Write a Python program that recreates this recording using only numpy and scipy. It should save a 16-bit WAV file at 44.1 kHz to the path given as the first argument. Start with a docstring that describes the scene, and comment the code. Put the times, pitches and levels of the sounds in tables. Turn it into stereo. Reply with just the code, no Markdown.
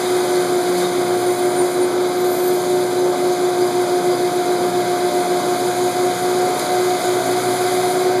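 """Rail grinding train at night

The train creeps past, a little to the left. Two big cooling fans drone at almost one pitch
and beat against each other over three diesel generators. Motors spin the grindstones, which
roar on the rail, throw hissing sparks and squeal now and then. It all arrives at two close
microphone ports, left and right, and the stereo picture is widened."""
import sys
import numpy as np
from scipy import signal
from scipy.fft import rfft, irfft, next_fast_len
from scipy.io import wavfile

SR = 44100
rng = np.random.default_rng(int(sys.argv[2]) if len(sys.argv) > 2 else 0)


def store_pcm(level_fs):
    """Save levels as 16-bit WAV."""
    pcm = np.round(np.clip(level_fs, -1, 1) * 32767).astype(np.int16)
    wavfile.write(sys.argv[1], SR, np.atleast_2d(pcm).T)


N = 361619
TIME = np.arange(N) / SR
FFT_SIZE = next_fast_len(N + 4096)
BIN_HZ = np.fft.rfftfreq(FFT_SIZE, 1 / SR)


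# The near fan's speed hunts slowly up and down: time_s, blade_rate_hz
NEAR_FAN_PITCH = [(0.0, 362.26), (0.75, 357.47), (2.75, 361.54), (3.8, 358.23), (4.8, 356.73),
                  (5.85, 358.83), (6.55, 362.9), (7.2, 359.57), (8.2, 356.14)]
# The far fan holds its speed, then picks up a little: time_s, blade_rate_hz
FAR_FAN_PITCH = [(0, 364.96), (2, 364.78), (4, 364.7), (6, 364.2), (7.1, 364.06), (7.7, 365.87),
                 (8.2, 366.89)]
# The near fan fades as it moves off to the left: time_s, blade_db, octave_db
NEAR_FAN_LEVELS = [(0, -15.5, -31), (0.4, -14, -27.5), (0.9, -16, -28), (1.6, -14, -26), (1.92, -14.5, -31),
                   (2.15, -14.5, -27.5), (2.7, -13.5, -28.5), (4, -14.5, -25.5), (4.8, -16.5, -24),
                   (6.6, -17.5, -24.5), (7.2, -20.5, -25.5), (8.2, -32, -26.5)]
# The far fan swells as it draws level: time_s, blade_db, octave_db
FAR_FAN_LEVELS = [(0, -24.5, -55), (1.2, -24, -63.5), (2.8, -24, -58.5), (4, -20.5, -50), (4.8, -23, -47),
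                  (5.9, -23, -33), (6.7, -18.5, -31.5), (7.2, -18.5, -33), (8.2, -13.5, -27.5)]
# The near fan's direction turns steadily: time_s, right_lag_ms, right_gain_db
NEAR_FAN_PAN = [(0, 0.4795, -4), (8.2, 0.3094, -11)]
# So does the far fan's: time_s, right_lag_ms, right_gain_db
FAR_FAN_PAN = [(0, 0.42, -9), (8.2, -0.07, -5.5)]

def fans():
    """Two fans throb at the difference of their blade rates, their octaves twice as fast."""
    near = fan(NEAR_FAN_PITCH, NEAR_FAN_LEVELS, NEAR_FAN_PAN,
               flutter_db=0.82, octave_flutter_db=0.95, overtone_right_db=7.5)
    far = fan(FAR_FAN_PITCH, FAR_FAN_LEVELS, FAR_FAN_PAN,
              flutter_db=1.05, octave_flutter_db=2.07, overtone_right_db=-2.25)
    return near - far  # their pressure waves arrive with opposite signs


def fan(pitch, levels, pan, flutter_db, octave_flutter_db, overtone_right_db):
    """A blade tone and two overtones, fluttering in the turbulent air."""
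    hz, = automation(pitch)
    blade_db, octave_db = automation(levels)
    lag_ms, right_db = automation(pan)
    cycles = np.cumsum(hz) / SR
    phase = 2 * np.pi * np.array([cycles, cycles - hz * lag_ms / 1000])
    blade = from_db(blade_db + flutter_db * drift(11.6)) * np.cos(phase)
    octave = from_db(octave_db + octave_flutter_db * drift(14.6)) * np.cos(2 * phase)
    third = from_db(octave_db - 29.5 + 2 * drift(1.9)) * np.cos(3 * phase)
    drone = blade + (octave + third) * right_gain(overtone_right_db)
    return np.sqrt(2) * drone * np.array([np.ones(N), from_db(right_db)])


# The hum's strongest partials, at multiples of the crankshaft rate:
# order, midway_level_db, rise_db_per_s, waver_db, right_lag_ms, right_gain_db
STRONG_ORDERS = [(4, -39.5, 1.32, 2.5, 0.58, -3), (6, -33.5, 0, 1, 0.54, -7),
                 (20, -44.5, 1.01, 2.5, 0.032, -0.5), (22, -47.5, 1.04, 1.5, 0.069, 5.5)]
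# Now and then one of them swells and fades: centre_s, length_s, order, peak_db
ORDER_SWELLS = [(1.2, 0.55, 4, -31.5), (6.1, 1.24, 4, -32), (7.55, 0.5, 4, -26), (8.15, .3, 4, -29.5),
                (.45, 0.33, 6, -27.5), (0.792, 0.322, 6, -21.5), (1.07, 0.263, 6, -27),
                (2.752, 0.346, 6, -26.5), (4.05, .2, 6, -27), (4.278, 0.173, 6, -27.5),
                (4.775, 0.42, 6, -23.5), (5.354, 0.37, 6, -25.5), (6.17, 0.37, 6, -27),
                (7.85, 0.43, 6, -26.5), (.42, 0.36, 20, -36), (1.46, 0.206, 20, -33.5),
                (2.756, 0.284, 20, -32.5), (3.2, 0.197, 20, -34), (3.886, 0.15, 20, -31),
                (4.098, 0.14, 20, -34.5), (5.123, 0.166, 20, -29), (5.399, 0.17, 20, -32.5),
                (6.715, 0.24, 20, -31), (7.298, .2, 20, -35.5), (8.15, .2, 20, -33), (.58, 0.13, 22, -38),
                (2.37, .14, 22, -36), (5.37, .18, 22, -41.5), (6.05, 0.19, 22, -37.5),
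                (7.036, .16, 22, -35), (7.238, 0.142, 22, -32.5), (7.8, .16, 22, -38.5),
                (8.0, 0.184, 22, -34.5)]
# Quieter crankshaft partials fill out the hum: order, level_db
WEAK_ORDERS = [(8, -40), (10, -43.5), (14, -44.5), (16, -53.5), (18, -45.5)]
# The dark rush of exhaust and cooling air: frequency_hz, gain_db
EXHAUST_EQ = [(25, -24.5), (55, -18), (80, -12.5), (110, -5), (250, 2), (420, 0), (650, -2), (800, -7),
              (1000, -11.5), (1500, -15), (3000, -55)]

def nearest_diesel(crank_hz=30.12, rush_db=-23.5):
    """A governed generator engine: low orders fade in and out over the rush of exhaust and air."""
    hz = crank_hz * (1 + 0.003133 * drift(2.6))
    strong = 0
    for order, db, rise_db_per_s, waver_db, lag_ms, right_db in STRONG_ORDERS:
        level = from_db(db + rise_db_per_s * (TIME - TIME.mean()) + waver_db * drift(2.5))
        for centre_s, length_s, swelling_order, peak_db in ORDER_SWELLS:
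            if swelling_order == order:
                level = np.maximum(level, from_db(peak_db) * bump(centre_s, length_s))
        strong += level * shaft([(order, 0)], hz, lag_ms, right_db)
    weak = engine(WEAK_ORDERS, hz, lag_ms=0.067, right_db=2.5, waver_db=1.0)
    rush = stereo_noise(EXHAUST_EQ, lag_ms=0.2207, right_db=-7.5, coherence=0.937)
    return strong + weak + from_db(rush_db + 0.96 * drift(5.3)) * rush


# Crankshaft partials of another car's engine, running a little slower: order, level_db
SLOW_ORDERS = [(3, -51), (3.5, -41.5), (4, -39), (4.5, -38.5), (6, -43.5), (6.5, -54.5), (7, -45),
               (7.5, -43), (8, -43), (9, -32.5), (9.5, -38.5), (13, -37)]
# And of a third, running a little faster: order, level_db
FAST_ORDERS = [(4, -42), (5, -37.5), (9, -36.5), (10, -40.5)]

def other_diesels(slow_crank_hz=29.82, fast_crank_hz=30.33):
    """Two more governed engines, whose orders beat slowly against those of the nearest."""
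    slow_hz = slow_crank_hz * (1 + 0.00185 * drift(2.14))
    slow = engine(SLOW_ORDERS, slow_hz, lag_ms=0.43, right_db=-5.0, waver_db=1.5)
    fast_hz = fast_crank_hz * (1 + 0.002096 * drift(2.195))
    fast = engine(FAST_ORDERS, fast_hz, lag_ms=0.39, right_db=-4.0, waver_db=3.0)
    return slow + fast


def engine(orders, hz, lag_ms, right_db, waver_db, groups=3):
    """An engine's orders fade in and out in groups as the paths to it change."""
    return sum(shaft(orders[k::groups], hz, lag_ms, right_db) * from_db(waver_db * drift(3.52))
               for k in range(groups))


# Grinding dips as one car leaves and grows as the next ones come: time_s, fader_db
GRIND_FADER = [(0, -30), (0.7, -32.5), (1, -33), (2, -34), (3, -33.5), (6.4, -31), (7.8, -30), (8.2, -32.5)]
# The broad, bright roar of stone on steel: frequency_hz, gain_db
GRIND_EQ = [(300, -7), (800, -4), (1400, -2), (1850, -6.5), (2100, 0.5), (2600, 3.5), (3200, 0.5),
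            (3700, 0.5), (4300, -2), (5400, 1), (7000, -9), (12000, -30)]
# The spark showers ebb and flow: time_s, fader_db
SPARK_FADER = [(0, -35), (1, -37.5), (1.75, -36.5), (1.95, -40.5), (2.4, -37), (3.1, -38.5), (5.2, -37.5),
               (5.7, -35.5), (6.4, -36.5), (7.9, -33.5), (8.2, -40)]
# Their high sizzle: frequency_hz, gain_db
SPARK_EQ = [(2000, -46), (5000, -4), (6500, -4.5), (7300, 0), (9500, 3), (11000, -0.5), (12500, -4.5),
            (14000, -9), (15000, -40.5)]
# A stone bites harder for a moment, lifting roar and sparks: centre_s, lift_db
STONE_BITES = [(.8, 4), (6.62, 2.64)]
# The next grinding car draws near from the right: time_s, level_db
NEXT_CAR_LEVEL = [(0, -37.5), (1.5, -37), (3, -44), (5, -39.5), (6.3, -39), (6.8, -37), (7.7, -34),
                  (8.2, -36.5)]
# Its duller roar: frequency_hz, gain_db
NEXT_CAR_EQ = [(400, -1), (850, -4.5), (1200, -3.5), (1520, 1), (1750, -12), (2100, 2), (2800, -4),
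               (4000, -11), (8000, -20)]

def grindstones(roar_trim_db=1.1353, spark_trim_db=2.5):
    """Grit tears at the rail with a broad roar, and the spark showers hiss above it."""
    grind_db, = automation(GRIND_FADER)
    spark_db, = automation(SPARK_FADER)
    next_car_db, = automation(NEXT_CAR_LEVEL)
    bite_db = sum(lift_db * bump(centre_s, length_s=0.094) for centre_s, lift_db in STONE_BITES)
    roar_gain = from_db(grind_db + bite_db + roar_trim_db + 0.5 * drift(16))
    roar = stereo_noise(GRIND_EQ, lag_ms=-0.3738, right_db=-1, coherence=0.328)
    next_car = stereo_noise(NEXT_CAR_EQ, lag_ms=-0.0057, right_db=1.5, coherence=0.528)
    hiss_gain = from_db(spark_db + bite_db + spark_trim_db + 0.66 * drift(29.5))
    hiss = stereo_noise(SPARK_EQ, lag_ms=-0.3607, right_db=-1.5, coherence=0.126)
    return roar_gain * roar + from_db(next_car_db) * next_car + hiss_gain * hiss


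# The motors' buzz, at multiples of the spindle rate: order, relative_db
SPINDLE_ORDERS = [(13, -43), (14, -48.5), (15, -46.5), (16, -45.5), (17, -58), (18, -51), (19, -45.5),
                  (20, -47.5), (21, -50), (22, -48.5), (23, -47.5), (24, -47.5), (25, -47.5), (26, -45),
                  (27, -50), (28, -52.5), (34, -45.5), (35, -52), (36, -47.5), (37, -60)]
SPINDLE_HZ = 60.25

def motors(count=3, trim_db=-2.0):
    """Spindles along the car slip and shudder under load; their level follows the grinding."""
    grind_db, = automation(GRIND_FADER)
    load_db = 1.17 * (grind_db - np.mean(grind_db))
    buzz = 0
    for place in np.linspace(-1, 1, count):
        hz = SPINDLE_HZ * (1 + 0.0016 * place + 0.003 * drift(4))
        buzz += shaft(SPINDLE_ORDERS, hz, lag_ms=0.104 + 0.096 * place, right_db=-7.5)
    return buzz / np.sqrt(count) * from_db(load_db + trim_db)


# Upper spindle partials ringing in the car's skirt: order, level_db
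SKIRT_BUZZ = [(29, -40.5), (30, -55), (31, -62.5), (32, -55.5), (33, -54), (39, -53), (41, -52.5)]
# The band of grinding noise that rings with them: frequency_hz, gain_db
SKIRT_EQ = [(1200, -25.5), (1600, 12), (1900, 4.5), (2100, 10), (2500, -32.5)]

def skirt(ring_db=-43):
    """The nearest car's skirt rings with the grinding and the motors: a narrow, buzzing band."""
    hz = SPINDLE_HZ * (1 + 0.003 * drift(4))
    buzz = shaft(SKIRT_BUZZ, hz, lag_ms=0.283, right_db=-2.0) * from_db(1.52 * drift(5.2))
    ring = stereo_noise(SKIRT_EQ, lag_ms=0.277, right_db=3.0, coherence=1.0)
    return buzz + from_db(ring_db) * ring


# Stones sing (narrow) or scrape (wide): start_s, end_s, pitch_hz, width_hz, level_db
SQUEAL_CUES = [(0.0, 0.5, 8030, 110, -50.5), (0.0, 0.75, 9095, 130, -46.5), (0.781, 0.887, 3717, 330, -40),
               (0.994, 1.95, 9260, 140, -44.5), (1.235, 1.356, 9120, 90, -39.5),
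               (1.55, 1.637, 9095, 110, -33), (1.802, 1.861, 9180, 90, -37.5),
               (1.1, 1.55, 14300, 700, -48.5), (2.0, 2.95, 12400, 700, -50.5),
               (2.159, 2.64, 12500, 2800, -38), (2.245, 2.6, 8800, 900, -42), (3.0, 3.07, 4850, 140, -43.5),
               (3.597, 3.7, 4840, 140, -39.5), (4.1, 4.17, 4850, 120, -40), (4.551, 4.66, 4817, 180, -39.5),
               (4.7, 8.1, 6730, 360, -47), (5.4, 7.5, 10200, 600, -50.5), (6.499, 8.1, 3720, 260, -51.5),
               (6.593, 6.602, 10450, 200, -28.5), (7.1, 8.05, 10260, 450, -43.5)]

def squeals(right_db=-20, ragged_db=3.0):
    """A stone catches on the rail and sings for a while, swelling and fading unevenly."""
    out = np.zeros(N)
    for start_s, end_s, pitch_hz, width_hz, level_db in SQUEAL_CUES:
        span = np.flatnonzero((TIME >= start_s) & (TIME < end_s))
        swell = np.sqrt(2) * np.sin(np.linspace(0, np.pi, len(span)))
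        out[span] += from_db(level_db) * swell * noisy_tone(pitch_hz, width_hz, len(span))
    return out * from_db(ragged_db * drift(22)) * right_gain(right_db)


# Grit flies off a stone: start_s, level_db
SPIT_CUES = [(6.594, -19)]
# Its brittle crack: frequency_hz, gain_db
SPIT_EQ = [(1500, -3.5), (3500, 1), (5500, -11.5), (8000, 3.5), (9200, -2.5), (10300, 1.5), (11500, -2),
           (12800, 1), (14000, -12)]

def grit_spit(t60_s=0.0214):
    """A stone spits grit with a short, bright crack."""
    envelope = sum((TIME >= start_s) * from_db(level_db - 60 * np.abs(TIME - start_s) / t60_s)
                   for start_s, level_db in SPIT_CUES)
    return envelope * stereo_noise(SPIT_EQ, lag_ms=0.1835, right_db=-1.0, coherence=0.34)


# The pitch range of flaring grit: low_hz, high_hz
FLARE_PITCHES = (3185, 11020)

def grit_flares(count=110, length_s=0.067, level_db=-49, spread_db=1.42, pan_spread_db=4.5):
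    """Single grits flare along the train, each a short hiss at a pitch of its own."""
    length = int(length_s * SR)
    out = np.zeros((2, N + length))
    swell = np.hanning(length)
    low_hz, high_hz = FLARE_PITCHES
    for (when, pitch), (strength, side) in zip(rng.random((count, 2)), rng.standard_normal((count, 2))):
        hiss = noisy_tone(low_hz * (high_hz / low_hz) ** pitch, width_hz=396, samples=length)
        pan_db = pan_spread_db * side * np.array([[1], [-1]])
        gain = from_db(level_db + spread_db * strength + pan_db)
        start = int(when * N)
        out[:, start:start + length] += gain * swell * hiss
    return out[:, :N]


# Thin tones in the background: pitch_hz, width_hz, level_db
THIN_TONES = [(1078, 14, -46), (2048, 40, -62), (3969, 10, -49.5)]

def thin_whines(right_db=-20.5):
    """A faint fan overtone near 1078 Hz and two thin, steady whines above it."""
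    tones = sum(from_db(db) * noisy_tone(hz, width_hz, N) for hz, width_hz, db in THIN_TONES)
    return tones * right_gain(right_db)


def yard_reverb(sound, t60_s, wet_db):
    """Ballast, cars and buildings scatter the sound, differently for each port."""
    t = TIME[:SR // 2]
    echoes = rng.standard_normal((2, len(t))) * from_db(-60 * t / t60_s)
    echoes /= np.sqrt(np.sum(echoes ** 2, axis=1, keepdims=True))
    return sound + from_db(wet_db) * signal.fftconvolve(sound[:1], echoes, axes=1)[:, :N]


def shaft(orders, hz, lag_ms, right_db):
    """The partials of a turning shaft at both ports; the wave repeats every second turn."""
    turn = np.linspace(0, 2, 4096, endpoint=False)
    wave = sum(np.sqrt(2) * from_db(db) * np.sin(2 * np.pi * (order * turn + rng.random()))
               for order, db in orders)
    left_turns = np.cumsum(hz) / SR
    turns = np.array([left_turns, left_turns - hz * lag_ms / 1000])
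    return np.interp(turns % 2, turn, wave) * right_gain(right_db)


def noisy_tone(hz, width_hz, samples):
    """A resonance driven by noise, at unit power."""
    radius = np.exp(-np.pi * width_hz / SR)
    poles = [1, -2 * radius * np.cos(2 * np.pi * hz / SR), radius ** 2]
    ringing = signal.lfilter([1], poles, rng.standard_normal(samples))
    return unit_power(signal.lfilter([1], poles, ringing))


def stereo_noise(eq, lag_ms, right_db, coherence):
    """Shaped noise; the right port hears it lag_ms later (negative: earlier), partly by other paths."""
    direct, scattered = rfft(rng.standard_normal((2, FFT_SIZE))) * eq_gain(eq)
    delayed = direct * np.exp(-2j * np.pi * BIN_HZ * lag_ms / 1000)
    right = coherence * delayed + np.sqrt(1 - coherence ** 2) * scattered
    return unit_power(irfft([direct, right], FFT_SIZE)[:, :N]) * right_gain(right_db)


def drift(rate_hz):
    """A random wobble at unit power, mostly slower than rate_hz."""
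    hop, settle = 40, 2000
    pole = np.exp(-2 * np.pi * rate_hz * hop / SR)
    noise = rng.standard_normal(N // hop + settle + 2)
    slow = signal.lfilter([1], [1, -2 * pole, pole ** 2], noise)[settle:]
    return np.interp(np.arange(N) / hop, np.arange(len(slow)), unit_power(slow))


def bump(centre_s, length_s):
    """A smooth rise and fall of height 1."""
    return np.exp(-(2 * (TIME - centre_s) / length_s) ** 2)


def automation(rows):
    """One sample-by-sample curve for each column after time_s."""
    time_s, *columns = np.transpose(rows)
    return [np.interp(TIME, time_s, column) for column in columns]


def eq_gain(points):
    """An EQ curve's gain at every frequency bin."""
    hz, db = np.transpose(points)
    return from_db(np.interp(np.log(BIN_HZ + 1), np.log(hz), db))


def right_gain(db):
    """Stereo gains that change only the right side."""
    return from_db([[0], [db]])


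def from_db(db):
    """Decibels to gain."""
    return 10 ** (np.asarray(db) / 20)


def unit_power(x):
    """Scale to an RMS of 1."""
    return x / np.sqrt(np.mean(x ** 2) + 1e-20)


def scene():
    """The whole train, as it reaches the two ports."""
    spindles = yard_reverb(motors(), t60_s=0.66, wet_db=-10.5)
    whines = thin_whines()
    grinding = grindstones() + skirt() + grit_flares() + squeals() + grit_spit()
    drone = fans()
    generators = yard_reverb(nearest_diesel() + other_diesels(), t60_s=0.154, wet_db=-15.0)
    return drone + generators + grinding + spindles + whines


# The tone of the right port against the left: frequency_hz, right_minus_left_db
BALANCE_EQ = [(700, -1.5), (1500, 4), (2100, -0.5), (3000, -0.97), (4100, 0.31), (5400, 2.1), (7000, 1.32),
              (9500, 2.57), (13500, -0.5)]

def record(dry, crossfeed=0.9784, delay_samples=16, cutoff_hz=15100):
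    """Each side has a late copy of the other taken away, which widens the picture; the top is cut."""
    ports = rfft(dry, FFT_SIZE)
    delay = np.exp(-2j * np.pi * BIN_HZ * delay_samples / SR)
    wide = ports - crossfeed * ports[::-1] * delay
    balance = eq_gain(BALANCE_EQ) ** np.array([[-0.5], [0.5]])  # half to each side
    low_pass = 1 / np.sqrt(1 + (BIN_HZ / cutoff_hz) ** 1000)
    return irfft(wide * balance * low_pass, FFT_SIZE)[:, :N]


dry = scene()
out = record(dry)
store_pcm(out)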